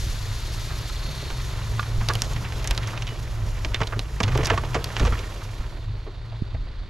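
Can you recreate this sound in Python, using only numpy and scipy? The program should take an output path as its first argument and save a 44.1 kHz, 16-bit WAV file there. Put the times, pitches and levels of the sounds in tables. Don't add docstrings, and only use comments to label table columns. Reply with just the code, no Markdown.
import sys
import numpy as np
from scipy import signal
from scipy.fft import rfft, irfft, next_fast_len
from scipy.io import wavfile
from scipy.ndimage import uniform_filter1d

SR = 44100
rng = np.random.default_rng(int(sys.argv[2]) if len(sys.argv) > 2 else 0)


def dump_mix(stems):
    frames = np.atleast_2d(stems).T
    limited = np.clip(frames, -1, 1)
    pcm = np.round(limited * 32767).astype(np.int16)
    wavfile.write(sys.argv[1], SR, pcm)


N = 303849


def from_db(db):
    return 10 ** (np.asarray(db) / 20)


def rms_one(x):
    return x / np.sqrt(np.mean(x ** 2) + 1e-20)


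def in_time(rows):
    times, *columns = np.transpose(rows)
    return [np.interp(np.arange(N) / SR, times, column) for column in columns]


def at_hz(points, hz):
    points_hz, values = np.transpose(points)
    return np.interp(np.log(hz + 1e-3), np.log(points_hz), values)


def drift(rate_hz):
    step, warmup = 40, 2000
    pole = np.exp(-2 * np.pi * rate_hz * step / SR)
    noise = rng.standard_normal(N // step + warmup + 2)
    slow = signal.lfilter([1], [1, -2 * pole, pole * pole], noise)[warmup:]
    return np.interp(np.arange(N) / step, np.arange(len(slow)), rms_one(slow))


def band(x, low_hz, high_hz):
    sos = signal.butter(2, [low_hz, min(high_hz, .45 * SR)], "band", fs=SR, output="sos")
    return signal.sosfilt(sos, x)


def resonate(x, hz, width_hz):
    radius = np.exp(-np.pi * width_hz / SR)
    feedback = [1, -2 * radius * np.cos(2 * np.pi * hz / SR), radius ** 2]
    return signal.lfilter(np.array([1, 0, -1]) * (1 - radius ** 2) / 2, feedback, x)


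def shape(x, gain_at):
    size = next_fast_len(N + SR // 2)
    return irfft(rfft(x, size) * gain_at(np.fft.rfftfreq(size, 1 / SR)), size)[..., :N]


def add(out, time_s, sound):
    start = int(time_s * SR)
    out[..., start:start + sound.shape[-1]] += sound[..., :N - start]


def panned(x, left_db):
    return x * from_db(left_db * np.array([[1], [-1]]) / 2)


# (frequency [Hz], left-right correlation [0..1])
COHERENCE = [(30, .9), (120, .94), (300, .98), (1000, .95), (2500, .85), (5000, .88), (8000, .85),
             (12000, .5)]


def spread(source, colour):
    def gain(hz, sign):
        skirts = 1 / np.sqrt((1 + (hz / colour[-1][0]) ** 8) * (1 + (colour[0][0] / (hz + 1)) ** 4))
        return skirts * from_db(at_hz(colour, hz)) * np.sqrt(1 + sign * at_hz(COHERENCE, hz))
    mid = shape(source, lambda hz: gain(hz, 1))
    side = shape(rng.standard_normal(N), lambda hz: gain(hz, -1))
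    return rms_one(np.array([mid + side, mid - side]))


# (time [s], firing rate [Hz], firing tone level [dB])
ENGINE = [(0, 110.7, -33.5), (.55, 109.6, -32.5), (.72, 118.9, -34), (.92, 116.7, -36.5),
          (1.12, 130.6, -34.5), (1.42, 123.4, -34.5), (1.7, 133.9, -37), (2.1, 135.4, -38),
          (2.32, 141.5, -36.5), (3.1, 123, -39), (3.36, 114.2, -34.5), (3.52, 101.9, -35),
          (3.72, 106.7, -36), (3.95, 110, -34), (4.15, 111, -33.5), (4.35, 123.2, -28),
          (4.55, 130.4, -29.5), (4.78, 126.9, -30.5), (4.92, 112.5, -36), (5.4, 103.7, -37),
          (5.72, 112.3, -40.5), (5.92, 106, -31.5), (6.15, 109.2, -41.5), (6.3, 112, -36),
          (6.89, 109.8, -47.5)]
# (multiple of the eight-cylinder cycle rate, gain [dB])
EXHAUST = [(2, -4.5), (4, -2), (5, -9.5), (7, -5), (8, 0), (9, -16), (10, -11.5), (12, -19.5), (16, -29.5),
           (24, -26.5), (32, -40)]
# (time [s], relative level [dB])
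HISS = [(0, -43), (1.2, -41.5), (1.75, -48), (3.2, -53), (4.1, -95), (5.2, -53), (6.89, -52.5)]
# (frequency [Hz], density [dB])
HISS_COLOUR = [(1200, -3), (2100, -4.5), (2700, -7), (3300, -6), (3700, 0), (3950, -2.5), (4290, -1.5),
               (4700, -2), (5200, -12.5)]
# (frequency [Hz], width [Hz], gain [dB])
WHISTLES = [(3660, 210, -12), (4295, 220, -8)]
# (time [s], gain [dB])
WHISTLE_SWELL = [(0, -4), (.75, -3), (1.08, 3.5), (1.5, -1), (1.8, -2), (6.89, -6)]
# (time [s], left minus right before RIGHT_TILT [dB])
BEARING = [(0, 4.5), (1.5, 3), (2.4, 2.4), (4.1, 1), (5.5, 0.5), (6.5, 1)]


def engine(waver_db=3.5, hiss_pulse=0.21, whistle_pulse=0.13, hunting=0.01335):
    firing_hz, level_db = in_time(ENGINE)
    cycle_rad = 2 * np.pi * np.cumsum(firing_hz * (1 + hunting * drift(12))) / SR / 8
    exhaust = sum(from_db(db + waver_db * drift(6.2)) * np.sin(k * cycle_rad + rng.uniform(0, 2 * np.pi))
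                  for k, db in EXHAUST)
    pulse = np.sin(2 * cycle_rad)
    hiss = spread(rng.standard_normal(N) * (1 + hiss_pulse * pulse), HISS_COLOUR)
    whistles = np.zeros(N)
    for hz, width_hz, db in WHISTLES:
        narrow = resonate(rng.standard_normal(N), hz, width_hz)
        whistles += from_db(db) * rms_one(resonate(narrow, hz, width_hz))
    whistles *= from_db(in_time(WHISTLE_SWELL)[0]) * (1 + whistle_pulse * pulse)
    bay = from_db(in_time(HISS)[0] - 1.5) * (hiss + whistles)
    return from_db(level_db) * exhaust + panned(bay, in_time(BEARING)[0])


def hum(rows, waver_db, waver_hz, roughness, fade_s=0.13):
    hz, level_db = in_time(rows)
    t = np.arange(N) / SR
    fade = np.clip(1 + np.minimum(t - rows[0][0], rows[-1][0] - t) / fade_s, 0, 1)
    gain = fade * from_db(level_db + waver_db * drift(waver_hz))
    tone = np.sin(2 * np.pi * np.cumsum(hz) / SR + roughness * drift(19))
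    return gain * tone * (1 + roughness * drift(23))


# (time [s], level [dB])
RUMBLE = [(0, -33), (.7, -34.5), (.95, -34.5), (1.6, -30.5), (2.3, -29), (2.9, -31), (3.12, -34.5),
          (3.6, -28), (4.07, -36), (4.35, -29), (4.7, -30), (4.95, -36), (5.2, -37), (5.45, -42),
          (5.7, -32.5), (6.1, -41.5), (6.6, -30.5), (6.89, -37)]
# (frequency [Hz], density [dB])
RUMBLE_COLOUR = [(15, 7), (25, 3.5), (45, 12), (70, 3.5), (88, 1.5), (115, -8), (145, -8), (175, -16),
                 (240, -15)]
# (time [s], pitch [Hz], level [dB])
DRONE = [(1.5, 104.2, -32), (1.76, 109.8, -26.5), (2.1, 109.5, -26), (2.3, 114, -30.5),
         (2.65, 111.9, -31.5), (3.01, 110, -27.5), (3.17, 111.2, -38), (3.32, 115.6, -36),
         (3.41, 108.8, -22.5), (3.5, 100.2, -30)]


def chassis(throb_ratio=.335, throb_db=-36):
    rumble = from_db(in_time(RUMBLE)[0]) * spread(rng.standard_normal(N), RUMBLE_COLOUR)
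    drone = hum(DRONE, waver_db=1.0, waver_hz=8.2, roughness=0.25)
    throb_curve = [(time_s, throb_ratio * firing_hz, throb_db) for time_s, firing_hz, _ in ENGINE]
    return rumble + drone + hum(throb_curve, waver_db=-1.0, waver_hz=0.61, roughness=0.12)


def grains(colour, per_s, size_db, clump_db, wash_db):
    born = rng.random(N) < per_s * from_db(clump_db * drift(25)) / SR
    sizes = from_db(size_db * np.minimum(rng.exponential(1, N), 4)) * rng.choice([-1, 1], N)
    wash = from_db(wash_db) * rng.standard_normal(N)
    return spread(rms_one(rms_one(born * sizes) + wash), colour)


def stalks(per_s=45, size_db=3.0, damping=0.23, decay_s=0.0088):
    clicks = (rng.random(N) < per_s / SR) * from_db(size_db * np.minimum(rng.exponential(1, N), 2))
    t = np.arange(SR // 100) / SR
    burst = rng.standard_normal(len(t)) * np.exp(-t / decay_s)
    pitches_hz = np.geomspace(900, 4200, num=8)
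    pitch_index = rng.integers(0, len(pitches_hz), N)
    rings = sum(resonate(clicks * (pitch_index == k) + 1e-18, hz, damping * hz) / np.sqrt(hz)
                for k, hz in enumerate(pitches_hz))
    return rms_one(band(signal.oaconvolve(rings, burst)[:N], 700, 4500))


# (time [s], load as relative crunch level [dB], relative spray level [dB])
TYRES = [(0.0, -46.5, -43), (0.29, -46, -47), (2.57, -40.5, -50), (2.92, -39.5, -52), (3.07, -45.5, -53),
         (3.7, -43.5, -52.5), (4.12, -46.5, -56.5), (4.41, -37.5, -49), (4.76, -41.5, -52),
         (5.05, -38, -49), (5.47, -45.5, -54.5), (5.74, -47, -59), (5.87, -52, -69.5), (6.89, -52.5, -76.5)]
# (frequency [Hz], density [dB])
PACKING_COLOUR = [(110, 8.5), (200, 2.5), (270, -1), (380, 3.5), (455, 1), (520, -0.5), (650, 0), (850, -7)]
CRUST_COLOUR = [(450, -2), (600, 1), (760, 0.5), (1000, 5.5), (1180, 3), (1300, 3.5), (1420, 2.5),
                (1520, 1), (1630, -2), (1800, -1.5), (2500, -4), (3800, -6), (5000, -13.5)]
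SPRAY_COLOUR = [(1800, 5), (3200, 4.5), (4500, 5.5), (5600, 6), (7000, 4), (8000, -3.5), (10200, -4),
                (11000, -2), (12600, -2), (14000, -18)]


def tyres(rolling_db=-39.5, packing_db=-41, stalks_db=-46):
    crust_db, spray_db = in_time(TYRES)
    load_db = crust_db - rolling_db
    packing = grains(PACKING_COLOUR, per_s=400, size_db=2.0, clump_db=6, wash_db=-2)
    crust = grains(CRUST_COLOUR, per_s=600, size_db=2.5, clump_db=5.5, wash_db=0)
    spray = grains(SPRAY_COLOUR, per_s=5400, size_db=1.5, clump_db=6, wash_db=-1.5)
    return (from_db(packing_db + 0.82 * load_db) * packing
            + from_db(crust_db - 1.43) * crust
            + from_db(spray_db + 4) * spray
            + from_db(stalks_db + 1.3 * load_db) * stalks())


# (time [s], level [dB], band centre [Hz], length [s])
CRUNCHES = [(0.312, -44, 1410, 0.025), (0.695, -39.5, 1220, .06), (1.062, -42, 421.6, 0.061),
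            (1.226, -36.5, 341, 0.02), (2.004, -35, 1100, 0.043), (2.088, -46, 4500, 0.025),
            (2.095, -37, 450, 0.051), (2.234, -38.5, 4514, 0.041), (2.437, -39.5, 1935, 0.054),
            (2.828, -39, 2400, 0.024), (2.869, -39, 1380, 0.044), (2.929, -35.5, 1142, 0.03),
            (3.736, -30, 1940, 0.038), (3.955, -36, 297, 0.057), (4.218, -40, 396, .035),
            (4.384, -31, 319.8, 0.036), (5.008, -32, 310, .035), (6.315, -46.5, 770, 0.044)]


def crunches(grains_per_s=750, size_db=-0.5, band_ratio=1.49):
    out = np.zeros(N)
    for time_s, level_db, hz, length_s in CRUNCHES:
        count = int(2 * length_s * SR)
        age = 4 * np.arange(count) / (length_s * SR)
        born = rng.random(count) < grains_per_s / SR
        sizes = from_db(size_db * rng.standard_normal(count)) * rng.choice([-1, 1], count)
        flurry = rms_one(band(born * sizes + 1e-18, hz / band_ratio, hz * band_ratio))
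        add(out, time_s, from_db(level_db) * flurry * age * np.exp(1 - age))
    return out


# (time [s], relative level [dB], pitch [Hz], t60 [s])
RUTS = [(.035, -17, 44.4, 0.16), (.064, -19, 106, 0.066), (1.08, -25, 153, 0.14), (1.32, -16, 34.1, 0.16),
        (1.98, -12.5, 28, 0.23), (2.015, -23.5, 200, 0.065), (2.712, -10, 62, 0.06),
        (3.46, -18, 48.7, 0.17), (3.812, -12.5, 109.9, .08), (3.96, -18, 105, 0.11),
        (4.206, -9, 212.2, 0.029), (4.2385, -12.5, 101, 0.29), (4.285, -15, 57.6, 0.091),
        (4.351, -21, 123, 0.087), (4.405, -25, 131.9, 0.11), (4.431, -17, 96, 0.12),
        (4.503, -15.5, 97.8, 0.44), (4.75, -22, 119.1, 0.062), (5.003, -15, 110.4, 0.088),
        (5.014, -7.5, 48.5, 0.33), (5.032, -8, 132, 0.046), (5.055, -15, 71, 0.5), (5.118, -11.5, 44, 0.12),
        (5.596, -12.5, 44.14, 0.11), (6.544, -13, 72, 0.083), (6.6, -18, 38.47, 0.072)]
BUMPS = [(6.42, -3, 115, 0.013)]


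def thuds(rows, crush_db, crush_full_hz=105, rise_s=0.00037):
    out, t = np.zeros(N), np.arange(SR // 2) / SR
    for time_s, level_db, hz, t60_s in rows:
        noise = rms_one(band(rng.standard_normal(len(t)), 74, 250))
        crush = from_db(crush_db) * min(hz / crush_full_hz, 1) * noise
        envelope = from_db(level_db - 2 - 60 * t / t60_s) * (1 - np.exp(-t / rise_s))
        add(out, time_s, envelope * (np.sin(2 * np.pi * hz * t) + crush))
    return signal.sosfilt(signal.butter(4, 370, fs=SR, output="sos"), out)


# (time [s], level [dB], scrape gain [dB])
KNOCKS = [(1.7949, -15, -9), (1.829, -26, -6), (2.097, -17, -16), (2.1014, -14.5, -14), (2.106, -13.5, -19),
          (2.112, -19.5, -16)]
# (frequency [Hz], t60 [s], gain [dB])
RIM_MODES = [(1191, 0.051, -1), (1420, .04, -3), (1640, 0.039, -6.5), (2170, .025, -24)]
# (time [s], level [dB], pitch [Hz], t60 [s])
HIGH_RINGS = [(3.075, -36, 2950, 0.25), (3.7451, -16, 3600, 0.028)]


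def branches(ring_db=-5, scrape_s=0.0045, scrape_hz=(840, 4300)):
    out, t = np.zeros((2, N)), np.arange(SR // 5) / SR
    for time_s, level_db, scrape_db in KNOCKS:
        ring = sum(from_db(db + rng.standard_normal() - 60 * t / t60_s) * np.sin(2 * np.pi * hz * t)
                   for hz, t60_s, db in RIM_MODES)
        noise = band(rng.standard_normal(len(t)), *scrape_hz)
        scrape = rms_one(band(noise, *scrape_hz)) * np.exp(-t / scrape_s)
        add(out, time_s, from_db(level_db) * (from_db(ring_db) * ring + from_db(scrape_db) * scrape))
    for time_s, level_db, hz, t60_s in HIGH_RINGS:
        add(out, time_s, from_db(level_db - 60 * t / t60_s) * np.sin(2 * np.pi * hz * t))
    return out


# (multiple of the pitch, gain [dB])
WOOD_MODES = [(.62, -28), (1, 12.5), (1.221, -19), (1.42, -27), (2.1, -37)]
# (low edge [Hz], high edge [Hz], decay [s])
REGISTERS = [(170, 950, 1), (850, 2900, .1), (2600, 7000, .03), (7500, 13500, .0018)]
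GIVE_S = 0.001034
BREAK_COHERENCE = .975


def fracture(pitch_hz, levels_db, rise_s, tear_s, click_db, ring_db, damping, settle_db, settle_s):
    t = np.arange(SR // 8) / SR
    clumps = rms_one(uniform_filter1d(rng.standard_normal(len(t)), size=44))
    fibres = rng.standard_normal((2, len(t)))
    fibres *= from_db(3.3 * rng.standard_normal(len(t)) + 3 * clumps)
    fibres *= 1 - np.exp(-(t / rise_s) ** 2)
    tear = fibres * np.exp(-t / tear_s)
    tear[0, int(GIVE_S * SR)] += from_db(click_db) * np.linalg.norm(tear[0])
    wood = sum(from_db(db) * resonate(tear, min(k * pitch_hz, .45 * SR), damping * pitch_hz)
               for k, db in WOOD_MODES)
    settling = band(fibres * np.exp(-t / settle_s), 200, 2400)
    sound = tear + from_db(ring_db) * wood + from_db(settle_db) * settling
    out = np.zeros_like(sound)
    for (low_hz, high_hz, decay_s), db in zip(REGISTERS, levels_db):
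        mid, side = band(band(sound * np.exp(-t / decay_s), low_hz, high_hz), low_hz, high_hz)
        part = np.sqrt(1 + BREAK_COHERENCE) * mid + np.sqrt(1 - BREAK_COHERENCE) * np.array([side, -side])
        break_rms = np.sqrt(np.sum(part ** 2) / (2 * SR * 0.0065))
        out += from_db(db) * part / break_rms
    return out


# (time [s], relative level [dB], pitch [Hz], body gain [dB], snap gain [dB],
# tear decay [s], ring re tear [dB])
LIMBS = [(3.651, -24, 300, -7.5, -13, 0.004, 0), (3.804, -17, 1100, -13, -20, 0.0077, -5),
         (3.8146, -10, 900, -13, -22, 0.0068, -13), (3.924, -14.5, 1500, -16, -38, 0.014, -5),
         (4.203, -10, 1004, -12.5, -16.5, 0.0048, -9), (4.279, -16, 500, -20, -18, 0.01, -5),
         (4.319, -19, 1120, -22, -21, 0.011, -18), (4.351, -18, 400, -1, -16, 0.011, -7),
         (4.386, -21, 433, -5, -36, 0.008, -7), (4.396, -23, 450, -4, -32, 0.0071, -8),
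         (4.406, -23, 437, -5.5, -30, .005, -1), (4.432, -16.5, 450, -12, -15, 0.0088, -3),
         (4.5, -4, 1750, -29, -22, 0.006, -7), (4.506, -15, 633, -6.5, -30, 0.0084, -9),
         (4.514, -17, 453, -5.5, -33, 0.011, 6), (4.533, -14.5, 674, -12, -40, 0.012, -2),
         (4.576, -10, 976, -17.5, -21.5, 0.0057, -7), (4.635, -22, 465, -8.5, -34, 0.0079, -12),
         (4.745, -9.5, 702, -17, -17.5, 0.019, -10), (4.752, -15, 461, -6, -19, 0.0066, -6),
         (4.764, -23, 447, -3, -32, .011, 0), (5.01, -24.5, 384, -0.5, -20, 0.014, -7),
         (5.051, -17, 1130, -9.5, -12.5, 0.012, -5), (5.07, -15, 470, -10, -19, 0.011, 5),
         (5.123, -14, 1300, -19, -34, 0.011, -2), (6.066, -34.5, 364, 3, -31, 0.014, 3),
         (6.546, -31.5, 660, -5.5, -32, 0.01, -11)]
# (frequency [Hz], width [Hz], gain [dB])
WHEEL_WELL = [(447, 54, -3.5), (660, 58, -8.5), (1165, 66, -3)]


def limbs(crack_db=-11.5):
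    out = np.zeros((2, N))
    for time_s, level_db, hz, body_db, snap_db, tear_s, ring_db in LIMBS:
        levels_db = level_db + np.array([body_db, crack_db, snap_db - 1.5, snap_db - 33])
        splinter = fracture(hz, levels_db, rise_s=0.0022, tear_s=tear_s, click_db=-9,
                            ring_db=ring_db, damping=0.13, settle_db=-26, settle_s=0.063)
        add(out, time_s - GIVE_S, splinter)
    well = sum(from_db(db) * resonate(out + 1e-18, hz, width_hz) for hz, width_hz, db in WHEEL_WELL)
    return from_db(-2) * (out + well)


# (time [s], relative level [dB], pitch [Hz], fizz gain [dB], ring re tear [dB],
# click re tear [dB])
TWIGS = [(1.3025, -24.5, 901, -35, -18, 0), (2.0867, -5, 3970, -20, -3, -8),
         (2.136, -17, 5240, -7.5, -15, -7), (2.1536, -13, 2900, -13, -5, 0), (2.2199, -4, 5750, -15, 0, 0),
         (2.334, -24, 6600, -13, -3, -6), (2.361, -21, 1800, -32, 5, -11), (2.523, -22, 1782, -37, -1, -9),
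         (2.6438, -19, 1500, -13, -18, -10), (2.6747, -10.5, 6400, -14, -12, -4),
         (2.7096, -9, 2748, -14.5, -9, -4), (2.749, -23, 4496, -18, -8, -4),
         (2.7773, -10, 3830, -23, -8, 0), (2.8733, -19, 6310, -21, 1, -13),
         (2.9762, -19, 2270, -43, 19, -8), (3.022, -16.5, 2870, -43, -11, -8),
         (3.0698, -20, 2850, -38, -8, -3), (3.078, -22, 2390, -40, 0, -7), (3.089, -23, 2165, -40, -2, -14),
         (3.6481, -13, 2234, -42, 5, 4), (3.7451, -8, 3270, -27, 4, 8), (3.833, -17.5, 3020, -37, 3, -6),
         (3.8716, -15, 3900, -25, -7, -11), (3.993, -11, 3450, -19, 4, 3), (4.2319, -11, 3270, -27, -7, -7),
         (4.236, -8.5, 3020, -27, 1, -4), (4.375, -15.5, 1900, -15, -24, -14),
         (4.4478, -13, 5200, -17, -12, -4), (4.456, -6.5, 5600, -26, -6, -7),
         (4.47, -11, 2080, -13, -13, -11), (4.8426, -11, 4570, -13.5, -12, -8),
         (4.9665, -12, 1850, -43, 11, -4), (4.997, -13, 1500, -26, -14, -6),
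         (5.1912, -20.5, 2290, -25, -8, -3)]


def twigs(typical_hz=2960, body_db=-25, crack_db=-20.5, snap_db=-17.5, thinning_db_per_octave=6.5):
    out = np.zeros((2, N))
    for time_s, level_db, hz, fizz_db, ring_db, click_db in TWIGS:
        thin_db = thinning_db_per_octave * np.log2(hz / typical_hz)
        levels_db = level_db + np.array([body_db - thin_db, crack_db - thin_db, snap_db, fizz_db - 14.5])
        tear_s = 0.0058 * (typical_hz / hz) ** 0.25
        snap = fracture(hz, levels_db, rise_s=0.00078, tear_s=tear_s, click_db=click_db,
                        ring_db=ring_db, damping=0.41, settle_db=-6, settle_s=0.045)
        add(out, time_s - GIVE_S, snap)
    return out


def scene():
    ground = panned(tyres(), in_time(BEARING)[0]) + crunches() + thuds(RUTS, crush_db=-14)
    truck = engine() + chassis()
    wood = twigs() + limbs() + branches()
    bump = panned(thuds(BUMPS, crush_db=-26), left_db=-7.5)
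    return ground + truck + wood + bump


# (frequency [Hz], left minus right [dB], left phase lead [rad])
RIGHT_TILT = [(30, -.8, 0), (110, -.2, 0), (250, -.7, 0), (1000, -3.8, -.05), (1600, -4, -.35),
              (2600, -4.5, -.65), (3700, -4.2, -.55), (5300, -3, -.3), (8000, -1.5, 0), (12000, 0, .1)]


def record(dry, cutoff_hz=16800):
    tilt_db, lead_rad = np.array(RIGHT_TILT)[:, [0, 1]], np.array(RIGHT_TILT)[:, [0, 2]]

    def response(hz, sign):
        return from_db(sign * at_hz(tilt_db, hz) / 2) * np.exp(sign * 1j * at_hz(lead_rad, hz) / 2)
    left = shape(dry[0], lambda hz: response(hz, 1))
    right = shape(dry[1], lambda hz: response(hz, -1))
    return signal.sosfilt(signal.cheby2(12, 70, cutoff_hz, fs=SR, output="sos"), np.array([left, right]))


dry = scene()
out = record(dry)
dump_mix(out)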